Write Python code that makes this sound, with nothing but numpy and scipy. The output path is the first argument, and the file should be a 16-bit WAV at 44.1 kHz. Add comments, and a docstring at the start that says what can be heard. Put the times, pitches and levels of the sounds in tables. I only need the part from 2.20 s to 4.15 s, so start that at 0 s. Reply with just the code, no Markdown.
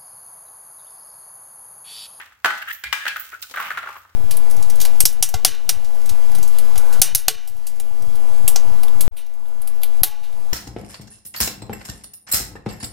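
"""Pliers cutting steel wire

Pliers snap through thin steel wire over a sheet of cardboard, and the jaws and cardboard ring.
The loose wire pings, scrapes along the jaws and chatters on the cardboard as it is laid down.
Hands and sleeves rustle, weight shifts on the floor, and the hard workshop echoes over a faint hum."""
import sys
import numpy as np
from scipy import signal
from scipy.fft import rfft, irfft, next_fast_len
from scipy.io import wavfile

SR = 44100
rng = np.random.default_rng(int(sys.argv[2]) if len(sys.argv) > 2 else 0)


def output_pcm(signal):
    """Save a mono or channel-first signal as 16-bit PCM at the path in sys.argv[1].

    Samples are clipped to [-1, 1] before scaling.
    """
    pcm = np.clip(np.atleast_2d(signal).T, -1, 1) * 32767
    wavfile.write(sys.argv[1], SR, np.round(pcm).astype(np.int16))


N = 85995
T = np.arange(SR // 2) / SR  # half a second of time for one short sound


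def amp(db):
    return 10 ** (np.asarray(db) / 20)


def unit(x):
    return x / np.sqrt(np.mean(x ** 2) + 1e-20)


def along(points, hz):
    """Read between (Hz, value) points on a log frequency scale."""
    freqs, values = np.transpose(points)
    return np.interp(np.log(hz + 1), np.log(freqs + 1), values)


def curve(rows):
    """A gain for every sample, from (seconds, dB) rows."""
    return amp(np.interp(np.arange(N) / SR, *np.transpose(rows)))


def swell(length):
    """A rounded rise and fall."""
    return np.sin(np.pi * np.clip(T / length, 0, 1))


def pan(db):
    """Make the left side db louder than the right."""
    return amp(np.array([[db], [-db]]) / 2)


def add(out, start, x):
    """Mix x in at start seconds."""
    i = max(0, round(start * SR))
    out[:, i:i + x.shape[-1]] += x[..., :N - i]


def filtered(x, gain):
    """Turn each frequency up or down by gain(hz)."""
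    size = x.shape[-1]
    padded = next_fast_len(size + 8192)
    return irfft(rfft(x, padded) * gain(np.fft.rfftfreq(padded, 1 / SR)), padded)[..., :size]


# Each row: frequency in Hz, how alike left and right are (1 means the same).
STEREO_LIKENESS = [(100, 0.87), (500, 0.73), (1200, 0.72), (2200, 0.063), (5000, -0.32), (15000, -0.15)]
def noise(size, colour=None):
    """Stereo noise, nearly mono in the bass; a colour says how strong each frequency is."""
    def gain(hz):
        angle = np.arccos(np.clip(along(STEREO_LIKENESS, hz), -1, 1)) / 2
        return np.array([np.cos(angle), np.sin(angle)]) * (amp(along(colour, hz)) if colour else 1)
    mid, side = filtered(rng.standard_normal((2, size)), gain)
    return unit(np.array([mid + side, mid - side]))


def friction(size, colour, rate, depth_db, pitch=1):
    """Rubbing makes noise whose level jumps from slip to slip, rate times a second."""
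    slips = np.interp(np.arange(size) * rate / SR, np.arange(size), rng.standard_normal(size))
    rough = noise(size) * amp(depth_db * slips)
    return unit(filtered(rough, lambda hz: amp(along(colour, hz / pitch))))


def contact(colour, thud_db, bright_db, scatter_db, t60, lag_s=0, pitch=1):
    """A sharp push, its echo off the floor and a scatter of noise that fades 60 dB in t60 seconds."""
    size = 2048
    hz = np.fft.rfftfreq(size, 1 / SR)
    bass = 1 / (1 + (hz / 950) ** 4)
    treble = 1 - 1 / (1 + (hz / 2300) ** 4)
    db = along(colour, hz / pitch) + thud_db * bass + bright_db * treble
    # Build a click of this colour with its energy right at the start (minimum phase).
    cepstrum = irfft(db * np.log(10) / 20)
    cepstrum[1:size // 2] *= 2
    cepstrum[size // 2 + 1:] = 0
    click = irfft(np.exp(rfft(cepstrum)))
    t = T[:2 * size]
    push = noise(len(t)) * amp(-60 * t / t60) * (1 - np.exp(-t / 0.00073))
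    push *= amp(scatter_db) / np.sqrt(np.sum(push ** 2) / 2)
    echo_s = 0.0033 * (1 + 0.03 * rng.uniform(-1.2, 1))
    for ear, delay in enumerate([max(-lag_s, 0), max(lag_s, 0)]):
        push[ear, round(delay * SR)] += 1
        push[ear, round((delay + echo_s) * SR)] += amp(-6.5)
    hit = signal.fftconvolve(push, click[None], axes=1)[:, :len(t)]
    return hit / np.sqrt(np.mean(hit[:, :SR // 100] ** 2))  # the first 10 ms set the level


def ring(modes, spread=0.0036, damping=1, size=len(T)):
    """A struck object's fading tones, a little different each time; damping divides their fade times."""
    hz, db, t60 = np.transpose(modes)[:, :, None]
    louder, detune, phase_gap = rng.standard_normal((3, len(hz), 1))
    t = T[:size]
    fade = amp(db + 4.5 * louder - 60 * damping * t / t60) / np.linalg.norm(amp(db))
    phase = 2 * np.pi * hz * (1 + spread * detune) * t
    ears = [np.sum(fade * np.sin(phase + side * phase_gap / 2), 0) for side in (1, -1)]
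    return np.sqrt(2) * np.array(ears)


# The workshop's echo. Each row: frequency in Hz, seconds to fade by 60 dB.
ROOM_FADE = [(100, 0.74), (400, 0.39), (1500, 0.45), (4000, .56), (9000, 0.47), (15000, 0.33)]
def room(x, db):
    """Hard walls add a smooth tail of echoes to the sound, at a level of db."""
    hz, t, spectrum = signal.stft(noise(len(T)), SR, nperseg=256)
    fade = amp(-60 * t / along(ROOM_FADE, hz)[:, None])
    tail = signal.istft(spectrum * fade, SR, nperseg=256)[1]
    tail = tail[:, :len(T)] * (1 - np.exp(-T / 0.0021))
    tail /= np.linalg.norm(tail[0])
    return x + amp(db) * signal.fftconvolve(x, tail, axes=1)[:, :x.shape[1]]


# The colour of the room's air. Each row: frequency in Hz, level in dB.
AIR_COLOUR = [(25, -27), (60, -1.5), (90, -1), (130, -14), (400, -19), (1500, -9), (5000, -37),
              (15000, -30.5)]
# The hum slowly grows. Each row: time in seconds, level in dB.
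HUM_LEVEL = [(0, -76), (.7, -72.5), (1.4, -65.5), (1.95, -64)]
def air_and_hum():
    """Quiet room air lies under a faint hum at 91.5 Hz."""
    hum = curve(HUM_LEVEL) * np.sin(2 * np.pi * 91.5 * np.arange(N) / SR)
    return amp(-66) * noise(N, AIR_COLOUR) + hum


# Bumps on the floor. Each row: start in seconds, length in seconds, level in dB, pitch in Hz.
FLOOR_BUMPS = [(0.636, 0.099, -45, 64), (1.48, 0.16, -60, 142)]
# The rumble in a bump. Each row: frequency in Hz, level in dB.
RUMBLE_COLOUR = [(25, -17), (70, 3), (160, 3), (260, -28), (600, -36), (3000, -80)]
def floor_bumps():
    """Weight shifts on the floor, making soft low bumps."""
    out = np.zeros((2, N))
    for start, length, db, hz in FLOOR_BUMPS:
        bump = np.sin(2 * np.pi * hz * T) + amp(-9) * noise(len(T), RUMBLE_COLOUR)
        add(out, start, amp(db) * swell(length) ** 2 * bump)
    return out


# The rustle of hands and sleeves. 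Each row: time in seconds, level in dB.
SLEEVE_LEVEL = [(0, -48), (.1, -63), (.22, -67.5), (.38, -47), (.46, -60), (.5, -36.5), (.55, -43.5),
                (.6, -69), (.8, -58), (1.08, -47.5), (1.19, -54), (1.26, -47.5), (1.34, -51), (1.44, -41),
                (1.63, -59), (1.7, -47.5), (1.77, -53.5), (1.85, -63), (1.95, -63.5)]
# Quick brushes. Each row: start in seconds, fade time in seconds, level in dB, extra thud in dB.
SLEEVE_BRUSHES = [(1.2244, 0.06, -29, -23), (1.297, .05, -42.5, -0.5), (1.31, .07, -38, 8)]
# The colours of the rustle and of a brush. Each row: frequency in Hz, level in dB.
SLEEVE_COLOUR = [(100, -24), (500, -11.5), (1500, -6), (3500, -1), (7000, -1.5), (10500, -7.5), (14500, -2)]
SLEEVE_BRUSH_COLOUR = [(100, -18), (500, -2.5), (1500, -4.5), (3700, 3), (6000, -0.5), (10000, -5),
                       (14500, -4)]
def hands_and_sleeves():
    """Skin and cloth rub in an uneven rustle, with a few quick brushes."""
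    out = curve(SLEEVE_LEVEL) * friction(N, SLEEVE_COLOUR, rate=370, depth_db=6)
    for start, length, db, thud_db in SLEEVE_BRUSHES:
        brush = contact(SLEEVE_BRUSH_COLOUR, thud_db, bright_db=0, scatter_db=30, t60=length)
        add(out, start, amp(db) * brush)
    return room(out, db=-10)


# Wire sliding on cardboard. Each row: time in seconds, level in dB.
SLIDE_LEVEL = [(0, -40.5), (.08, -56.5), (.2, -70), (1.32, -70), (1.38, -40), (1.45, -31.5), (1.55, -41.5),
               (1.7, -45.5), (1.78, -51.5), (1.81, -76), (1.95, -67)]
# Scrapes on the jaws. Each row: start in seconds, length in seconds, level in dB, pitch in Hz.
JAW_SCRAPES = [(0, 0.038, -39.5, 1880), (.416, 0.02, -27, 1560), (.417, .016, -36, 2730),
               (0.472, 0.012, -29.5, 1640), (0.48, 0.016, -24, 1680), (.493, 0.02, -27.5, 1700),
               (0.507, 0.014, -25, 1800), (.52, 0.02, -44, 1730), (0.646, 0.045, -32, 2110),
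               (0.784, 0.097, -35, 1700), (0.868, 0.013, -22, 1730), (.886, 0.038, -31, 2400),
               (0.983, 0.058, -49, 1570), (1.115, 0.051, -36.5, 1470), (1.221, 0.038, -43.5, 1440),
               (1.499, 0.024, -32, 1440)]
# The colours of the slide and of a scrape pitched at 1643 Hz. Each row: frequency in Hz, level in dB.
SLIDE_COLOUR = [(40, -52), (180, -16), (400, -25), (800, -6.5), (1200, 0), (1800, -1.5), (2700, -2.5),
                (4000, -17), (9000, -28.5), (15000, -26)]
JAW_SCRAPE_COLOUR = [(100, -83), (400, -43), (900, -29), (1400, -12), (1650, 2), (2000, -12), (2400, -16),
                     (2900, -14), (4500, -36), (10000, -36), (14000, -30)]
def wire_rubbing():
    """The wire drags over the cardboard and scrapes through the jaws."""
    out = curve(SLIDE_LEVEL) * friction(N, SLIDE_COLOUR, rate=400, depth_db=4)
    for start, length, db, hz in JAW_SCRAPES:
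        scrape = friction(len(T), JAW_SCRAPE_COLOUR, rate=440, depth_db=-0.5, pitch=hz / 1643)
        add(out, start, amp(db) * swell(length) * scrape)
    return room(out, db=-10)


# Taps. Each row: start in seconds, level in dB, extra thud in dB, extra treble in dB, pitch in Hz.
WIRE_TAPS = [(.003, -36.5, -14, 2, 1550), (.06, -50, 8, 23, 1360), (0.122, -50.5, -7, 2, 1410),
             (.305, -21, -5, -3, 1540), (.855, -27, 8, 10.5, 1560), (0.8654, -20, 4, 0.5, 1686),
             (0.96, -26, -8.5, 2, 1450), (.967, -30.5, 1, 11.5, 1484), (1.12, -42.5, -4, 5, 1570),
             (1.131, -42, 12.5, -10, 1500), (1.34, -31, -9, 2, 1450), (1.347, -32.5, -2, -1, 1420),
             (1.361, -28.5, -0.5, 5, 1450), (1.372, -25, 0, -0.5, 1530), (1.377, -26.5, -4, 0, 1480),
             (1.383, -26, -14, -7, 1410), (1.394, -29, -12, -7, 1320), (1.4006, -24.5, -3, 3, 1260),
             (1.415, -30.5, 4, -3, 1280), (1.426, -33, 6, 17.5, 1450), (1.505, -24.5, -5, -1, 1425),
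             (1.515, -27.5, -0.5, 0, 1430), (1.574, -24, -4, 1.5, 1490), (1.579, -27, -2.5, -0.5, 1480),
             (1.587, -33, 3.5, 12, 1440), (1.63, -34.5, 5, 3, 1500), (1.638, -33, 2.5, -10, 1540),
             (1.66, -37, 2, -10, 1210), (1.673, -30, -1, -5, 1370), (1.69, -33, -2, 1.5, 1190),
             (1.702, -37, 3, -5, 1300), (1.755, -39.5, 3.5, -9, 1240), (1.765, -38.5, 3.5, 2, 1300),
             (1.851, -48.5, 3, -9, 1290), (1.894, -56, 12, 14, 1300)]
# The colour of a tap pitched at 1440 Hz. Each row: frequency in Hz, level in dB.
WIRE_TAP_COLOUR = [(40, -64), (130, -33.5), (300, -27.5), (600, -14.5), (950, -14), (1300, 3), (1700, -1.5),
                   (2200, -11), (3300, -19), (5000, -30.5), (10000, -36), (15000, -31.5)]
# The cardboard's tones. Each row: pitch in Hz, level in dB, fade time in seconds before damping.
CARDBOARD_TONES = [(344, -17.5, 0.26), (626, -19, 0.5), (773, -16.5, 0.44), (831.8, -3, 0.21),
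                   (1081, -13, 0.42), (1273, -12.5, 0.63), (1359, -2.5, 0.38), (1497, -3, .3),
                   (1701, -7.5, .3), (1940, -9.5, 0.41)]
def wire_taps():
    """The wire chatters on the cardboard, lower in pitch as more of it lies down."""
    out = np.zeros((2, N))
    for start, db, thud_db, bright_db, hz in WIRE_TAPS:
        tap = contact(WIRE_TAP_COLOUR, thud_db, bright_db,
                      scatter_db=4, t60=0.03, lag_s=0.00003, pitch=hz / 1440)
        cardboard = amp(-16.5) * ring(CARDBOARD_TONES, spread=0.041, damping=2.8, size=tap.shape[1])
        add(out, start, amp(db) * (tap + cardboard))
    return room(out, db=-6)


# Pings. Each row: start in seconds, level in dB, ring next to the tick in dB, tick fade in seconds.
WIRE_PINGS = [(0.527, -34, -4, 0.081), (0.966, -31.5, -31, 0.014), (0.996, -28.5, -8, 0.096),
              (1.218, -33.5, -10, 0.036), (1.359, -40, -14, 0.013), (1.401, -33.5, -14, .04),
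              (1.449, -44, -10, 0.26), (1.768, -48.5, -16, .15)]
# The tick that starts a ping. Each row: frequency in Hz, level in dB.
TICK_COLOUR = [(500, -35), (3000, -20), (9000, -17.5), (11500, -13), (13000, -1), (15500, -1.5)]
# The wire's tones. Each row: pitch in Hz, level in dB, fade time in seconds before damping.
WIRE_TONES = [(12400, -10, 0.29), (13000, -7, 0.33), (13700, 0, .22), (14060, -8, 0.36), (15050, 0, .27),
              (15540, 1, 0.2)]
def wire_pings():
    """The wire springs free with a tick and a very high ring."""
    out = np.zeros((2, N))
    for start, db, ring_db, fade_s in WIRE_PINGS:
        ping = amp(ring_db) * ring(WIRE_TONES, spread=0.0038, damping=2.4)
        add(ping, 0, contact(TICK_COLOUR, thud_db=0, bright_db=0, scatter_db=22, t60=fade_s))
        add(out, start, amp(db) * ping * pan(db=-5))
    return room(out, db=-5)


# Snaps of the pliers. Each row: start in seconds, then in dB: level, cardboard thud,
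# extra treble, left over right, room echo, ring of the jaws.
PLIER_SNAPS = [(0.2459, -13.5, 0, -5.5, -2, -6, -46), (0.2584, -15.5, 3, -2.5, -2.5, -4.5, -18),
               (.638, -28, -9.5, 6.5, -3, -6.5, -7), (.7273, -17, -10.5, 1.5, 7.5, -4, -15),
               (0.8803, -22, -22.5, 2.5, 1.5, -7.5, -8)]
# The crack of a snap. Each row: frequency in Hz, level in dB.
CRACK_COLOUR = [(40, -54), (130, -45.5), (300, -28.5), (600, -12), (850, -6.5), (1100, -5), (1500, 1.5),
                (2200, -7.5), (3200, -9), (5000, -17), (10000, -25), (15000, -22.5)]
# The jaws' tones. Each row: pitch in Hz, level in dB, seconds to fade by 60 dB.
JAW_TONES = [(1656, 2, 0.4), (2105, -11.5, 0.51), (2377, 0.5, 0.28), (2650, -6.5, 0.34), (3074, -10, 0.35),
             (3357, -11, .25)]
def pliers():
    """Each snap rings the jaws; the harder it thuds, the more the cardboard rings too."""
    out = np.zeros((2, N))
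    for start, db, thud_db, bright_db, pan_db, room_db, jaws_db in PLIER_SNAPS:
        snap = amp(jaws_db) * ring(JAW_TONES) + amp(thud_db - 11) * ring(CARDBOARD_TONES)
        crack = contact(CRACK_COLOUR, thud_db, bright_db, scatter_db=5, t60=0.046, lag_s=-0.00005)
        add(snap, 0, crack)
        sideways = snap * (pan(pan_db) - 1)  # moves the snap to one side but not its room echo
        add(out, start, amp(db) * (room(snap, room_db) + sideways))
    return out


def scene():
    """Mix it all; snaps, taps and pings are cut below 185 Hz."""
    low_cut = signal.butter(2, 185, "highpass", fs=SR, output="sos")
    contacts = signal.sosfilt(low_cut, pliers() + wire_taps() + wire_pings())
    return contacts + wire_rubbing() + hands_and_sleeves() + air_and_hum() + floor_bumps()


# The balance of the microphones. Each row: frequency in Hz, left over right in dB.
MIC_BALANCE = [(100, -0.5), (2000, 1), (5000, 0.5), (9000, -2.5), (14000, -4.5)]
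def record(dry):
    """The right microphone is brighter; peaks stop at full scale and nothing above 15900 Hz is kept."""
    tilted = filtered(dry, lambda hz: amp(np.outer([1, -1], along(MIC_BALANCE, hz)) / 2))
    return filtered(np.clip(tilted, -1, 1), lambda hz: hz < 15900)


dry = scene()
out = record(dry)
output_pcm(out)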